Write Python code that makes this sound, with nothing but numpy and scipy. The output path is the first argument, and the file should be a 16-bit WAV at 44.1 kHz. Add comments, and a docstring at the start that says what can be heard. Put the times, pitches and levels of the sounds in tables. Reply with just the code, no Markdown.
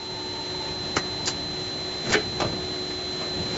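"""A motor drive whines steadily over pump hum and fan noise: a blow moulding machine, close up in a hall.
A soft, breathy ring sings along. A latch clacks with a puff of air, a valve ticks and vents, the carriage
slides and slams into its stop, then the mould knocks and the mechanism rumbles on to a late last knock.
Whine and hum are wavering sines; fan, air, slide and rumble are coloured noise. Each blow is a hard
contact and a cluster of small ones that ring a steel part."""
import sys
import numpy as np
from scipy import signal
from scipy.fft import rfft, irfft
from scipy.io import wavfile
from scipy.ndimage import uniform_filter1d, minimum_filter1d

SR = 44100
rng = np.random.default_rng(int(sys.argv[2]) if len(sys.argv) > 2 else 0)


def output_pcm(signal):
    """Save a mono or channel-first signal as 16-bit PCM at the path in sys.argv[1].

    Samples are clipped to [-1, 1] before scaling.
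    """
    pcm = np.clip(np.atleast_2d(signal).T, -1, 1) * 32767
    wavfile.write(sys.argv[1], SR, np.round(pcm).astype(np.int16))


N = 157437  # length in samples
TOP_HZ = 7520

WHINE_HZ, WHINE_DB = 4065.2, 1  # centre of the whine, and a trim on all its lines
WHINE_DRIFT, WHINE_FLUTTER_DB = 0.000098, 0.37  # drift as a fraction of the pitch
HUM_DRIFT, HUM_FLUTTER_DB = 0.001483, 1.6
# Drive whine and its sidebands. Each row: offset from the whine's centre in Hz, level in dB before the trim.
WHINE_LINES = [(-131, -55.5), (-65.5, -52.5), (0, -34.5), (65.5, -52.5), (121, -55), (174.5, -61),
               (240.5, -59.5), (361, -62)]
# Pump and motor hum. Each row: frequency in Hz, level in dB.
HUM_LINES = [(151, -56.5), (300.5, -46), (366.3, -40), (551, -56), (652, -54.5), (1787, -56), (3149, -59.5),
             (3386, -56), (5965, -60), (6095, -59.5), (7280, -61)]


def motors():
    """Drive whine with shaft and mains sidebands that drift together; hum lines that waver separately."""
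    drift = WHINE_DRIFT * walk(6.7)
    whine = sum(tone(WHINE_HZ + offset, db + WHINE_DB, drift, WHINE_FLUTTER_DB)
                for offset, db in WHINE_LINES)
    hum = sum(tone(hz, db, HUM_DRIFT * walk(20), HUM_FLUTTER_DB) for hz, db in HUM_LINES)
    return whine + hum


# Modes of each struck steel part, listed by part. Each row: frequency in Hz, peak in dB above the broad body.
PART_MODES = { "latch": [(151, 4.5), (1276, 7), (1550, 4), (1895, 6), (2070, 6), (5997, 5)],
              "valve": [(4850, 4)], "stop": [(242, 5), (325, 10), (425, 12), (655, 7), (810, 11.5),
              (1540, 6), (1669, 9), (1771, 5), (2024, 8), (2280, 9), (2976, 11), (3548, 8)],
              "mould": [(323, 9), (624, 10), (1200, 8), (1550, 7), (2280, 6), (2610, 6)]}


def ring(part):
    """Gain over frequency of a steel part's modes; higher ones are wider, so they die sooner."""
    return modes([(hz, 20 + .008 * hz, db) for hz, db in PART_MODES[part]])


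RISE_S, BASS_LAG_S = .002, .0015
TAIL_DB, TAIL_S = -22, .055  # hall tail: level against the blow, fall time constant
CONTACTS_PER_S, CONTACT_SHARE = 1400, 0.51  # small contacts; their share of the rattle, the rest is noise
STRIKE_SHARE = .1  # share of a blow's energy in its first hard contact


def blow_force(start, hold, fall):
    """One hard contact, then a rattle of small contacts and noise that falls into a short hall tail."""
    contacts = unit((rng.random(N) < CONTACTS_PER_S / SR) * np.sign(rng.standard_normal(N)))
    grit = rng.standard_normal(N)
    rattle = np.sqrt(CONTACT_SHARE) * contacts + np.sqrt(1 - CONTACT_SHARE) * grit
    tail = undb(TAIL_DB) * envelope(start, RISE_S, hold, TAIL_S)
    env = envelope(start, RISE_S, hold, fall) + tail
    strike = 1. * (np.arange(N) == int((start + RISE_S) * SR))
    force = np.sqrt(STRIKE_SHARE) * unit(strike) + np.sqrt(1 - STRIKE_SHARE) * unit(rattle * env)
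    return force * np.sqrt(np.mean(env ** 2))  # longer blows carry more energy


# Blows and their rebounds. Each row: struck part, start in seconds, level in dB, hold in seconds,
# fall time constant in seconds, tilt in dB per octave.
BLOWS = [("latch", .9648, -16, .004, .005, 0), ("latch", .9785, -26, .002, 0.01, 1.2),
         ("valve", 1.2562, -27, .003, .003, .5), ("valve", 1.2645, -29.5, .002, .007, 0),
         ("stop", 2.121, -26, .012, .004, 3), ("stop", 2.135, -17, .003, 0.0049, 1.8),
         ("stop", 2.140, -13, 0.0054, .004, -.3), ("stop", 2.149, -16.5, 0.0034, .006, 0),
         ("stop", 2.165, -28, .003, .036, 0), ("mould", 2.400, -23.5, .005, .006, 1.8),
         ("mould", 2.416, -22.5, .009, .012, -0.39), ("mould", 2.445, -28, .005, .022, -1.8),
         ("mould", 2.524, -32, .006, .016, -1.8), ("mould", 3.213, -34, .012, 0.027, .8)]
# Broad body sound of each struck part, listed by part. 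Each row: frequency in Hz, relative density in dB per Hz.
PART_BODIES = { "latch": [(40, -22), (150, 1), (400, -1), (560, -7), (1150, -3.5), (2100, -5), (2400, -16),
               (2750, -7), (3300, -22), (6100, -13.5), (7500, -26)], "valve": [(40, -45), (3500, -23),
               (4850, 0), (5600, -8), (7500, -5)], "stop": [(40, -48), (260, -2), (430, 1), (560, -6),
               (760, 1), (1000, -12), (1500, -2.5), (2000, -5), (2600, -8.5), (3400, -9.5), (7500, -25)],
               "mould": [(40, -18), (140, -3), (300, 0), (700, 0), (1200, -4), (1900, -13), (3500, -11.5),
               (7500, -23)]}


def blows():
    """Each force rings its part's broad body and steel modes; the bass arrives slightly later."""
    lag = BASS_LAG_S / (1 + (freqs() / 900) ** 2)
    late = np.exp(-2j * np.pi * np.cumsum(lag) * SR / N)  # summing the delay gives the phase
    steel = {part: ring(part) for part in PART_MODES}
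    spectrum = 0
    for part, start, db, hold, fall, tilt_db in BLOWS:
        body = causal(colour(PART_BODIES[part], tilt_db))
        response = unit(body * steel[part])
        spectrum = spectrum + rfft(blow_force(start, hold, fall)) * response * undb(db)
    return irfft(spectrum * late, N)


SPUTTER_DB, SPUTTER_PER_S = 2, 700
# Vented air colour. Each row: frequency in Hz, relative density in dB per Hz.
AIR_COLOUR = [(100, -12), (400, -.5), (1600, -.5), (2400, -3.5), (3500, -1.5), (4800, 3.5), (5300, -1),
              (7000, 3.5), (7600, .5)]
# Air puffs. Each row: start in seconds, level in dB, rise in seconds, hold in seconds,
# fall time constant in seconds, tilt in dB per octave.
AIR_PUFFS = [(0.96, -29, 0.002, 0.0043, 0.015, -1.5), (1.2705, -24, .004, .014, 0.014, 0),
             (2.085, -32, 0.024, 0.0088, .01, -2.2), (2.116, -22, .013, .007, .007, -0.3)]


def valves():
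    """Short puffs of compressed air: coloured noise with a fast, sputtering level."""
    out = 0
    for start, db, rise, hold, fall, tilt_db in AIR_PUFFS:
        hiss = noise(colour(AIR_COLOUR, tilt_db))
        sputter = undb(db + SPUTTER_DB * walk(SPUTTER_PER_S))
        out = out + hiss * envelope(start, rise, hold, fall) * sputter
    return out


# Colour of the carriage on its rails. Each row: frequency in Hz, relative density in dB per Hz.
SLIDE_COLOUR = [(60, -10.5), (300, 6.5), (700, -2.5), (1100, -11.5), (1900, -7.5), (3000, -12.5),
                (5000, -13.5), (7500, -12)]
# Slide level over time. Each row: time in seconds, level in dB.
SLIDE_LEVEL = [(2.0, -50), (2.05, -36), (2.115, -28.5), (2.2, -52), (2.37, -39), (2.46, -40), (2.53, -43),
               (2.62, -57), (3.0, -49), (3.28, -41.5), (3.42, -46.5), (3.57, -32.5)]
# Colour of the mechanism's rumble. Each row: frequency in Hz, relative density in dB per Hz.
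RUMBLE_COLOUR = [(25, -18.5), (65, 0), (120, 2), (200, 1.5), (330, -8), (520, -12.5), (800, -13.5),
                 (1500, -45)]
# Rumble level over time. Each row: time in seconds, level in dB.
RUMBLE_LEVEL = [(0, -54), (.95, -41.5), (1.05, -40), (2.0, -45), (2.08, -36), (2.2, -39.5), (2.38, -36.5),
                (2.54, -33.5), (2.68, -41), (2.9, -44.5), (3.3, -46.5), (3.38, -31.5), (3.57, -41)]


def carriage():
    """Rail hiss, lightly coloured by the stop's modes, over low rumble; both levels waver."""
    rails = noise(colour(SLIDE_COLOUR) * np.sqrt(abs(ring("stop"))))
    slide = rails * curve(SLIDE_LEVEL) * undb(1.2 * walk(60))
    rumble = noise(colour(RUMBLE_COLOUR)) * curve(RUMBLE_LEVEL) * undb(1.0 * walk(40.03))
    return slide + rumble


# Level of the breathy ring over time. Each row: time in seconds, level in dB.
SING_LEVEL = [(0, -46), (.35, -43.5), (.68, -43), (.85, -51.5), (1.2, -47), (1.6, -56.5), (3.57, -60.5)]


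def sing():
    """A soft, breathy ring: noise through a narrow resonance at 895 Hz, applied twice over."""
    return noise(abs(resonance(895, 64)) ** 2) * curve(SING_LEVEL)


HALL_DB, HALL_FLICKER_DB = -36, .5
# Fan and hall noise colour. Each row: frequency in Hz, relative density in dB per Hz.
HALL_COLOUR = [(25, -17), (60, -4), (110, 0.5), (230, -4), (330, -3.5), (470, -4.5), (800, -8),
               (1050, -10.5), (1450, -13), (1900, -15.5), (2450, -14.5), (3200, -13), (4100, -8.5),
               (4550, -21.3), (6000, -21.6), (7500, -21.5)]
# Cabinet panels that colour the fan noise. Each row: frequency in Hz, width in Hz, peak in dB.
PANEL_MODES = [(697, 18, 6.5), (796, 13, 7), (1236, 17, 3), (1750, 37, 6), (1923, 28, 6), (2097, 45, 7.5),
               (2970, 28, 4.5), (4840, 77, 7.5), (5340, 100, 7.5), (5910, 110, 6), (6660, 130, 5)]


def hall():
    """Fan noise, coloured by the cabinet's panels; it flickers slightly."""
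    return noise(colour(HALL_COLOUR) * modes(PANEL_MODES)) * undb(HALL_DB + HALL_FLICKER_DB * walk(18))


def undb(db):
    """Decibels to gain."""
    return 10 ** (np.asarray(db) / 20)


def unit(x):
    """Scale to rms 1."""
    return x / np.sqrt(np.mean(abs(x) ** 2))


def curve(points):
    """Gain over time from (s, dB) points."""
    return undb(np.interp(np.arange(N) / SR, *np.array(points).T))


def envelope(start, rise, hold, fall):
    """Straight rise, hold, exponential fall."""
    t = np.arange(N) / SR - start
    return np.clip(t / rise, 0, 1) * np.exp(-np.maximum(t - rise - hold, 0) / fall)


def walk(rate):
    """Smooth random wandering, spread 1, with `rate` fresh values a second."""
    k = int(SR / rate)
    steps = np.repeat(rng.standard_normal(N // k + 1), k)
    return unit(uniform_filter1d(uniform_filter1d(steps, k), k)[:N])


def tone(hz, db, drift, flutter_db):
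    """A sine line that wavers in pitch and level."""
    phase = np.cumsum(hz * (1 + drift)) / SR + rng.random()
    level = undb(db + flutter_db * walk(13))
    return np.sqrt(2) * level * np.sin(2 * np.pi * phase)


def freqs():
    """Frequency of each spectrum bin, at least 1 Hz."""
    return np.maximum(np.arange(N // 2 + 1) * SR / N, 1)


def colour(points, tilt_db=0):
    hz, db = np.array(points).T
    octave = np.log2(freqs())
    gain = undb(np.interp(octave, np.log2(hz), db) + tilt_db * octave)
    return gain * (freqs() < 1.1 * TOP_HZ)


def noise(gain):
    """Noise coloured by a gain over frequency, rms 1."""
    return unit(irfft(rfft(rng.standard_normal(N)) * gain, N))


def resonance(hz, width):
    """Response of one mode, gain 1 at its centre."""
    f = freqs()
    return 1 / (1 + 1j * (f * f - hz * hz) / (f * width))


def modes(table):
    """Flat response with a peak added for each (Hz, width in Hz, dB) mode."""
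    return 1 + sum((undb(db) - 1) * resonance(hz, width) for hz, width, db in table)


def causal(gain):
    """Give a gain over frequency the phase of a struck body: it rings only after the blow."""
    cepstrum = irfft(np.log(np.maximum(gain / gain.max(), 1e-3)), N)
    first_half = np.arange(N) < N // 2  # folding the cepstrum forward gives minimum phase
    return np.exp(rfft(2 * cepstrum * first_half) - cepstrum[0])


# Level of motors and fan together over time. Each row: time in seconds, level in dB.
RUNNING_LEVEL = [(0, -4.5), (.1, -2.5), (.5, -0.5), (2.7, -0.5), (3.57, 0.8)]


def scene():
    """The whole machine, the same in both ears."""
    running = (motors() + hall()) * curve(RUNNING_LEVEL)
    mono = running + sing() + carriage() + blows() + valves()
    return np.array([mono, mono])


def record(dry):
    """A limiter turns down the loudest peaks, then a steep low-pass cuts the top."""
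    ceiling_db, reaction_s = -5.5, 0.011
    size = int(reaction_s * SR)
    headroom = np.minimum(1, undb(ceiling_db) / np.maximum(abs(dry), 1e-9))
    limited = dry * uniform_filter1d(minimum_filter1d(headroom, size), size)
    low_pass = signal.ellip(14, .2, 80, TOP_HZ, fs=SR, output="sos")
    return signal.sosfilt(low_pass, limited)


dry = scene()
out = record(dry)
output_pcm(out)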